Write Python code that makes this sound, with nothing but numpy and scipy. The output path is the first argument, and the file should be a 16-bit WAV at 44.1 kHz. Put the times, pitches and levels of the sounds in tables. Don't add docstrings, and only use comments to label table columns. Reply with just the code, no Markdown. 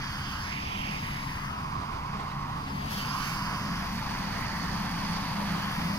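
import sys
import numpy as np
from scipy import signal
from scipy.fft import rfft, irfft, next_fast_len
from scipy.io import wavfile

SR = 44100
rng = np.random.default_rng(int(sys.argv[2]) if len(sys.argv) > 2 else 0)


def put_to_file(sound):
    columns = np.atleast_2d(sound).T
    safe = np.clip(columns, -1, 1)
    whole_steps = np.round(safe * 32767)
    wavfile.write(sys.argv[1], SR, whole_steps.astype(np.int16))


N = 263718
FRAME, HOP = 1024, 256
TIME = np.arange(N) / SR
FRAME_S = np.arange(N // HOP + 2) * HOP / SR
BIN_HZ = np.maximum(np.arange(FRAME // 2 + 1) * SR / FRAME, 1)[:, None]

# time_s, nearness (0 to 1)
NEARNESS = [(0, 0.04), (2.55, 0.44), (3.1, 0.61), (5.98, 1)]
# time_s, side (0 ahead, 1 side-on)
BEARING = [(0, 0.34), (.65, 0.76), (1.2, 0.69), (1.6, 0.36), (2.45, 0.095), (2.9, 0.91), (3.3, 0.55),
           (4, 0.093), (4.6, 0.08), (5.4, 0), (5.98, 0.42)]
# start_s, end_s, fade_in_s, fade_out_s
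FACING_AWAY = [(1.5, 2.75, 0.16, 0.17), (1.51, 2.95, 0.14, 0.072)]
# time_s, half_length_s, gain_db
SURGES = [(.68, 0.21, -3.5), (3.0, 0.062, 2), (3.28, 0.14, 4), (5.15, .18, 1.5), (5.7, 0.24, 1)]

# far_db, near_gain_db, side_gain_db, away_gain_db,
# surge_share. The other air sounds' LEVELS have the same columns and precede the port response.
WASH_LEVELS = [(-55, 10.5, 2.5, 1.5, -0.1), (-49.5, 7.5, -1.5, 3.5, -0.4)]
# frequency_hz, gain_db
WASH_SPECTRUM = [(60, -53), (180, -8), (330, -1), (430, -1.5), (540, -6), (740, 1.5), (1400, -4),
                 (2500, -12.5), (4000, -13.5), (8000, -27.5)]
# time_s, half_length_s, pitch_hz, glide_octaves_per_s, left_db, right_db
CHIRPS = [(2.27, .03, 4640, -4, -66, -53), (2.309, 0.01, 3880, 2, -62, -51),
          (2.722, 0.039, 4760, -4, -56, -51), (2.822, 0.017, 4750, -1.5, -54, -60)]
# time_s, rise_s, fall_s, left_db, right_db
SWISHES = [(2.86, .1, 0.078, -61, -58), (2.927, 0.026, 0.043, -43, -40), (2.985, 0.014, 0.06, -47, -44),
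           (3.29, 0.19, 0.039, -54, -44), (3.98, .01, .03, -59, -57)]
# frequency_hz, gain_db
SWISH_SPECTRUM = [(200, -2), (450, 9), (1500, 1), (3300, 5), (5500, 8.5), (7700, -5), (10000, 0.5),
                  (14500, 2), (15800, -10)]

# frequency_hz, gain_db
RUMBLE_SPECTRUM = [(15, -23), (30, -42), (43, 5.5), (80, 5), (135, 4), (170, -2), (220, -2.5), (280, -4),
                   (340, -14), (450, -20.5), (650, -86), (1200, -75)]
# centre_hz, width_hz, gain_db
BODY_MODES = [(162.5, 32, 0), (182.3, 16, -2), (200.4, 20, -1), (226.7, 38, -4.5), (273.7, 22, -9)]
# time_s, level_db
BOOM_ENVELOPE = [(0, -49.5), (.85, -42), (1.9, -47.5), (2.5, -47.5), (2.75, -41), (3.55, -41.5),
                 (3.7, -35.5), (3.88, -39), (4.05, -38.5), (4.38, -42.5), (4.72, -38.5), (5.2, -41.5),
                 (5.6, -40), (5.98, -37)]
# time_s, level_db
PANEL_ENVELOPE = [(0, -57.5), (2.7, -53), (4.1, -54), (4.28, -42), (4.4, -51), (4.6, -36), (4.82, -44),
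                  (5.0, -42), (5.12, -35.5), (5.26, -49), (5.55, -37.5), (5.7, -47.5), (5.87, -30.5),
                  (5.98, -43)]
# time_s, level_db
MOTOR_ENVELOPE = [(0, -43), (.4, -60), (1.1, -42.5), (2.7, -44), (3.8, -45.5), (4.3, -51.5), (5.98, -46)]
# time_s, level_db
BLADE_ENVELOPE = [(0, -55), (.9, -48), (1.8, -57), (2.28, -45), (2.52, -62), (2.88, -46.5), (3.2, -55),
                  (3.4, -45.5), (4.5, -43.5), (5.15, -43), (5.48, -36.5), (5.68, -46.5), (5.98, -36.5)]
# shaft_multiple, level_re_blade_tone_db
SHAFT_HARMONICS = [(4, -13), (5, -10), (9, -17), (11, -14.5), (12, -22.5), (21, -22), (23, -21.5),
                   (25, -21), (28, -16)]

# time_s, spacing_hz
COMB_SPACING = [(0, 1690), (.33, 1530), (.45, 1570), (.85, 1270), (1.0, 1470), (1.3, 1530), (1.5, 1660),
                (1.62, 1560), (1.85, 1720), (2.45, 1760), (2.7, 1510), (2.92, 1250), (3.07, 1430),
                (3.27, 1620), (3.9, 1680), (4.2, 1800), (5.4, 1780), (5.98, 1590)]
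# time_s, centre_hz
SLIDING_DIP = [(0, 1030), (.36, 830), (.62, 1420), (.85, 1370), (1.25, 1170), (1.47, 1040), (1.6, 690),
               (2.58, 550), (2.78, 1220), (3.05, 866), (3.55, 843), (3.95, 1110), (4.65, 1010),
               (5.15, 1115), (5.65, 1004), (5.98, 1190)]
# time_s, half_length_s, centre_hz, glide_octaves_per_s, left_db, right_db
SWEEPS = [(0.286, .15, 3200, -1, 5, 4.5), (.25, 0.27, 3900, -0.5, -0.5, -8.5),
          (0.44, 0.058, 5400, 1.5, 3, 4), (.41, 0.083, 2630, 4, -2, -6), (.55, 0.065, 2770, 2.1, 1, 3.5),
          (.6, 0.1, 5300, -1, 4, -5), (0.726, 0.11, 3260, -0.5, -1, 7), (.8, 0.33, 4750, -4, -0.5, -1),
          (0.906, .09, 2680, -0.5, 0, 5.5), (0.928, 0.11, 3780, 1, 1, -4), (1.08, 0.044, 5200, 0, 2, -6),
          (1.35, .15, 5300, -0.5, 1, -8), (1.45, 0.22, 3780, 0.5, -4, -7),
          (1.52, 0.17, 1280, 0.16, 8.5, -4), (2.1, .3, 2800, 2.5, -2, 2), (2.975, 0.052, 3170, -2, 4, 6),
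          (3.022, .1, 4560, 4, 3, -2), (3.123, 0.045, 5100, 3, 1, 6.5), (3.112, 0.047, 4270, 3, 4, -8),
          (3.25, 0.11, 3640, -0.5, 0, -5), (3.297, .08, 6940, 3.5, -5, 8.5), (3.35, .35, 2190, -0.55, 0, 6),
          (3.5, 0.31, 4150, .3, 0, -4), (4.506, 0.2, 1980, -0.62, 3, 9.5), (4.47, .14, 3200, -.6, 1, -3),
          (5.204, 0.17, 3550, 1, 3, 4.5), (5.69, .09, 3300, 1, 8, -3), (5.6, 0.46, 11500, 0.5, 1, 1),
          (5.9, .1, 5140, .5, 0, 1)]

# far_db, near_gain_db, side_gain_db, away_gain_db, surge_share
HOLLOW_LEVELS = [(-62, 10, -6, 1.7, 0.3), (-56.5, -8, 13.5, 1.3, 0.89)]
# time_s, centre_hz
HOLLOW_RIGHT_CENTRE = [(0, 3220), (.5, 3100), (.72, 3180), (1.2, 2830), (1.7, 2530), (2.6, 2400),
                       (2.95, 2950), (3.25, 2810), (3.8, 2430), (5.3, 2450), (5.98, 3230)]
# time_s, half_length_s, gain_db
HOLLOW_SWELLS = [(0, 0.16, -19), (.3, 0.11, 6.5), (.74, 0.091, 1), (1.3, 0.23, -1), (3.22, 0.25, 9.5),
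                 (4.5, 0.74, -15), (5.68, .12, -14)]

# far_db, near_gain_db, side_gain_db, away_gain_db, surge_share
HISS_LEVELS = [(-52.5, 1.8, 7.6, -5, 0.45), (-41.5, 1.3, 1.7, -14, 0.55)]
# frequency_hz, gain_db
HISS_SPECTRUM = [(3000, -3), (4000, 1), (4500, 1.5), (4950, 3), (5500, 1.5), (6200, 2.5), (7000, -5.5),
                 (7700, -29), (10000, -36)]
# time_s, centre_hz
HISS_RIGHT_PEAK = [(0, 4630), (.4, 4770), (.7, 5450), (1.3, 5050), (2.2, 4900), (2.95, 4640), (3.12, 4900),
                   (3.25, 4800), (3.65, 4970), (4.3, 4540), (5.1, 4720), (5.6, 4370), (5.83, 4900),
                   (5.98, 4950)]
# time_s, gain_db
HISS_RIGHT_GAIN = [(0, -.5), (.43, -0.5), (.6, -3.5), (1.1, -8), (1.45, -0.5), (1.9, 3), (2.5, 2.5),
                   (2.8, 0), (3.0, 0), (3.3, -1), (3.7, -1), (4.6, -0.1), (5.98, -2.5)]
# pitch_hz, width_hz, level_re_peak_db
WHISTLES = [(4500, 90, 3), (4850, 150, -5.5)]
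# far_db, near_gain_db, side_gain_db, away_gain_db, surge_share
SIZZLE_LEVELS = [(-55, 4.2, 3.7, -7, 1), (-58, 5.2, 0.22, -13, 1.0)]
# frequency_hz, gain_db
SIZZLE_SPECTRUM = [(5000, 1), (7600, -1), (8600, 1.5), (9300, 1.5), (9900, 6), (10700, 2), (11500, 4.5),
                   (13500, 1), (15000, 4), (15800, -10)]

# far_db, near_gain_db, side_gain_db, away_gain_db, surge_share
RUSH_LEVELS = [(-46, 0.38, 2.8, -5, 0.21), (-37, -1.8, 0.78, -7.5, 0.086)]
# frequency_hz, gain_db
RUSH_SPECTRUM = [(700, -16), (1250, 11), (1500, 7.5), (2200, 4.5), (3100, 2), (3800, -2.5), (5000, -46),
                 (8000, -22)]
# centre_ratio, width_ratio, gain_db
RUSH_CRESTS = [(1.73, 0.75, 1), (3.3, 0.75, -2.5)]
# time_s, half_length_s, gain_db
RUSH_SWELLS = [(.51, 0.078, 3.5), (.83, 0.2, 1.5), (4.48, 0.2, -2.5), (5.68, 0.25, 2)]

# far_db, near_gain_db, side_gain_db, away_gain_db, surge_share
ROAR_LEVELS = [(-39.5, 3.7, 0.9, -1.9, 0.017), (-37, 2.5, -1.8, -0.027, 0.98)]
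# time_s, half_length_s, gain_db
ROAR_SWELLS = [(.15, 0.25, -7), (.76, 0.089, 7.5), (1.2, 0.18, -4), (1.76, 0.16, 4), (2.6, 0.061, 1.5),
               (3.15, 0.12, 5.5), (3.55, 0.12, 4)]


def from_db(db):
    return 10 ** (np.asarray(db) / 20)


def curve(rows, at=TIME):
    return np.interp(at, *np.transpose(rows))


def bell(at, centre_s, half_length_s):
    return np.exp(-((at - centre_s) / half_length_s) ** 2)


def swells(rows):
    return sum(db * bell(FRAME_S, s, length) for s, length, db in rows)


def spectrum(points, hz):
    knots, db = np.transpose(points)
    return from_db(np.interp(np.log(hz), np.log(knots), db)) * np.minimum(1, knots[-1] / hz) ** 2


def resonance(centre_hz, width_hz, hz=BIN_HZ):
    return 1 / (1 + ((hz ** 2 - centre_hz ** 2) / (hz * width_hz)) ** 2)


def noise(shape):
    size = next_fast_len(N, real=True)
    hz = np.maximum(np.arange(size // 2 + 1) * SR / size, 1e-3)
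    shaped = irfft(rfft(rng.standard_normal(size)) * shape(hz), size)[:N]
    return shaped / np.sqrt(np.mean(shaped ** 2) + 1e-20)


def drift(rate_hz):
    return noise(lambda hz: 1 / (1 + (hz / rate_hz) ** 2) ** 2)


def tone(hz, wander_rad, flutter_db):
    phase = 2 * np.pi * (hz * TIME + rng.random()) + wander_rad * drift(3.2)
    return np.sqrt(2) * np.sin(phase) * from_db(flutter_db * drift(24))


def port_levels(rows):
    near, side = curve(NEARNESS, FRAME_S), curve(BEARING, FRAME_S)
    return [db + near_db * near + side_db * side + away_db * shade + share * swells(SURGES)
            for (db, near_db, side_db, away_db, share), shade in zip(rows, shadows())]


def shadows():
    return [0.5 * (np.tanh((FRAME_S - start) / fade_in) - np.tanh((FRAME_S - end) / fade_out))
            for start, end, fade_in, fade_out in FACING_AWAY]


def airflow(shapes, levels, response, coherence, gust_db, right_gain_db=0):
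    white = rng.standard_normal((3, (len(FRAME_S) - 1) * HOP))
    shared, *separate = signal.stft(white, nperseg=FRAME, noverlap=FRAME - HOP)[2]
    left_db, right_db = port_levels(levels)
    ports = []
    for shape, db, port, own in zip(shapes, (left_db, right_db + right_gain_db), response, separate):
        gain = from_db(db) * shape / np.sqrt(np.mean(shape ** 2, axis=0))
        ports.append(gain * port * (np.sqrt(coherence) * shared + np.sqrt(1 - coherence) * own))
    sound = signal.istft(np.array(ports), nperseg=FRAME, noverlap=FRAME - HOP)[1][:, :N]
    return sound * from_db(gust_db * drift(17))


def left_response(side, shade):
    ratio = BIN_HZ / curve(COMB_SPACING, FRAME_S)
    depth = (0.16 + 0.14 * side) * np.clip((ratio - 0.7) / 0.63, 0, 1) / (1 + (BIN_HZ / 8500) ** 4)
    comb = 1 - depth * np.cos(2 * np.pi * ratio)
    shade_dip = 1 - 0.42 * shade * resonance(5200, 1300)
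    side_dip = 1 - 0.35 * side * resonance(5400, 1100)
    return comb * shade_dip * side_dip


def right_response(side, shade):
    dip_hz = curve(SLIDING_DIP, FRAME_S)
    ratio = BIN_HZ / dip_hz
    sliding_dip = 1 - np.clip(0.78 + 0.3 * side, 0, 1) * resonance(dip_hz, 0.32 * dip_hz)
    ripple_depth = 0.16 * np.clip(ratio - 2, 0, 1) / (1 + (BIN_HZ / 4100) ** 2)
    ripple = 1 + ripple_depth * np.cos(2 * np.pi * (ratio - 1.8) / 1.82)
    steady_dip = 1 - 0.33 * resonance(3600, 550)
    mid_top_hz = 0.95 * dip_hz + 950 * shade
    mid_band = np.clip((BIN_HZ - 380) / 270, 0, 1) / (1 + (BIN_HZ / mid_top_hz) ** 8)
    treble_lag_s = 0.00011 + 0.00031 * side
    lag_rad = (1 + 2.29 * side) * mid_band + 2 * np.pi * treble_lag_s * np.maximum(BIN_HZ - 880, 0)
    return sliding_dip * ripple * steady_dip * np.exp(-1j * lag_rad)


def port_response():
    side = curve(BEARING, FRAME_S)
    shade, _ = shadows()
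    sweep_db = 0
    for s, length, hz, glide, *ports_db in SWEEPS:
        centre_hz = hz * 2 ** (glide * np.clip(FRAME_S - s, -2 * length, 2 * length))
        crest = bell(FRAME_S, s, length) * resonance(centre_hz, 0.21 * centre_hz)
        sweep_db = sweep_db + np.multiply.outer(ports_db, crest)
    notch = 1 - 0.42 * resonance(7770, 460)
    return np.array([left_response(side, shade), right_response(side, shade)]) * notch * from_db(sweep_db)


def delayed(x, seconds):
    return np.interp(TIME - seconds, TIME, x)


def ground_echo(sound, delay_s=0.0102, gain_db=-15):
    path_s = delay_s * (1 + 0.0031 * drift(0.68))
    return from_db(gain_db) * np.array([delayed(port, path_s) for port in sound])


def yard_wash():
    shape = spectrum(WASH_SPECTRUM, BIN_HZ)
    return airflow((shape, shape), WASH_LEVELS, response=(1, 1), coherence=0.088, gust_db=2.24)


def far_chirps(blur_hz=110):
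    notes = 0
    for s, length, hz, glide, left_db, right_db in CHIRPS:
        pitch_hz = hz * 2 ** (glide * np.clip(TIME - s, -2 * length, 2 * length))
        note = bell(TIME, s, length) * np.exp(2j * np.pi * np.cumsum(pitch_hz) / SR)
        notes = notes + from_db([[left_db], [right_db]]) * note
    return notes.real * drift(blur_hz) + notes.imag * drift(blur_hz)


def swishes(grain_db=1.8):
    envelope = sum(from_db([[left_db], [right_db]]) * bell(TIME, s, np.where(TIME < s, rise, fall))
                   for s, rise, fall, left_db, right_db in SWISHES)
    rubs = np.array([noise(lambda hz: spectrum(SWISH_SPECTRUM, hz)) for _ in range(2)])
    return envelope * rubs * from_db(grain_db * drift(600))


def second_motor(pitch_hz=143.1):
    return from_db(curve(MOTOR_ENVELOPE)) * tone(pitch_hz, wander_rad=0.36, flutter_db=2.5)


def car_body(rumble_db=-40.5, panel_hz=169.5):
    rumble = from_db(rumble_db) * noise(lambda hz: spectrum(RUMBLE_SPECTRUM, hz))
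    boom = noise(lambda hz: sum(from_db(db) * resonance(mode, width, hz) for mode, width, db in BODY_MODES))
    panel = tone(panel_hz, wander_rad=0.9, flutter_db=1.5)
    return rumble + from_db(curve(BOOM_ENVELOPE)) * boom + from_db(curve(PANEL_ENVELOPE)) * panel


def blower(shaft_hz=25.12, blades=8, throb_db=-48.5):
    throb = from_db(throb_db) * tone(shaft_hz, wander_rad=0.27, flutter_db=3.5)
    blade_tone = tone(blades * shaft_hz, wander_rad=0.41, flutter_db=-2)
    harmonics = sum(from_db(db) * tone(multiple * shaft_hz, wander_rad=0.69, flutter_db=4)
                    for multiple, db in SHAFT_HARMONICS)
    return throb + from_db(curve(BLADE_ENVELOPE)) * (blade_tone + harmonics)


def hollow_air(response, left_hz=2480):
    shapes = [resonance(hz, width_hz=1300) for hz in (left_hz, curve(HOLLOW_RIGHT_CENTRE, FRAME_S))]
    return airflow(shapes, HOLLOW_LEVELS, response, coherence=0.92, gust_db=1.5,
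                   right_gain_db=swells(HOLLOW_SWELLS))


def vent_hiss(response, left_peak_hz=4840, eddy_db=0.9):
    whistles = sum(from_db(db) * resonance(hz, width) for hz, width, db in WHISTLES)
    peaks = [resonance(hz, width_hz=780) for hz in (left_peak_hz, curve(HISS_RIGHT_PEAK, FRAME_S))]
    shapes = [spectrum(HISS_SPECTRUM, BIN_HZ) * (peak + whistles + from_db(-6.5)) for peak in peaks]
    hiss = airflow(shapes, HISS_LEVELS, response, coherence=0.5, gust_db=0.7,
                   right_gain_db=curve(HISS_RIGHT_GAIN, FRAME_S))
    spray = spectrum(SIZZLE_SPECTRUM, BIN_HZ)
    sizzle = airflow((spray, spray), SIZZLE_LEVELS, response, coherence=0.25, gust_db=0.75)
    return hiss * from_db(eddy_db * drift(100)) + sizzle * from_db(eddy_db * drift(150))


def grille_rush(response):
    side, dip_hz = curve(BEARING, FRAME_S), curve(SLIDING_DIP, FRAME_S)
    shape = spectrum(RUSH_SPECTRUM, BIN_HZ)
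    left = shape * (resonance(3900 - 2100 * side, width_hz=1100) + from_db(3))
    crests = sum(from_db(db) * resonance(ratio * dip_hz, width * dip_hz)
                 for ratio, width, db in RUSH_CRESTS)
    right = shape * (crests + from_db(-8))
    return airflow((left, right), RUSH_LEVELS, response, coherence=0.91, gust_db=0.84,
                   right_gain_db=swells(RUSH_SWELLS))


def fan_roar(response):
    ring = 1 + from_db(-6) * resonance(1090, width_hz=60)
    left_hz = 976 * (1 - 0.023 * (curve(BEARING, FRAME_S) - 0.5))
    shapes = ring * resonance(left_hz, width_hz=400), ring * resonance(1022, width_hz=350)
    return airflow(shapes, ROAR_LEVELS, response, coherence=0.96, gust_db=0.4,
                   right_gain_db=swells(ROAR_SWELLS))


def scene():
    hum = blower() + second_motor() + car_body()
    left_lag_s = 0.00025 - 0.00019 * curve(BEARING)
    hum = np.array([delayed(hum, left_lag_s), hum])
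    response = port_response()
    air = fan_roar(response) + grille_rush(response) + hollow_air(response) + vent_hiss(response)
    return ground_echo(air) + yard_wash() + swishes() + far_chirps() + hum + air


def record(dry, cutoff_hz=15900):
    return signal.sosfilt(signal.ellip(12, 0.1, 90, cutoff_hz, fs=SR, output="sos"), dry)


dry = scene()
out = record(dry)
put_to_file(out)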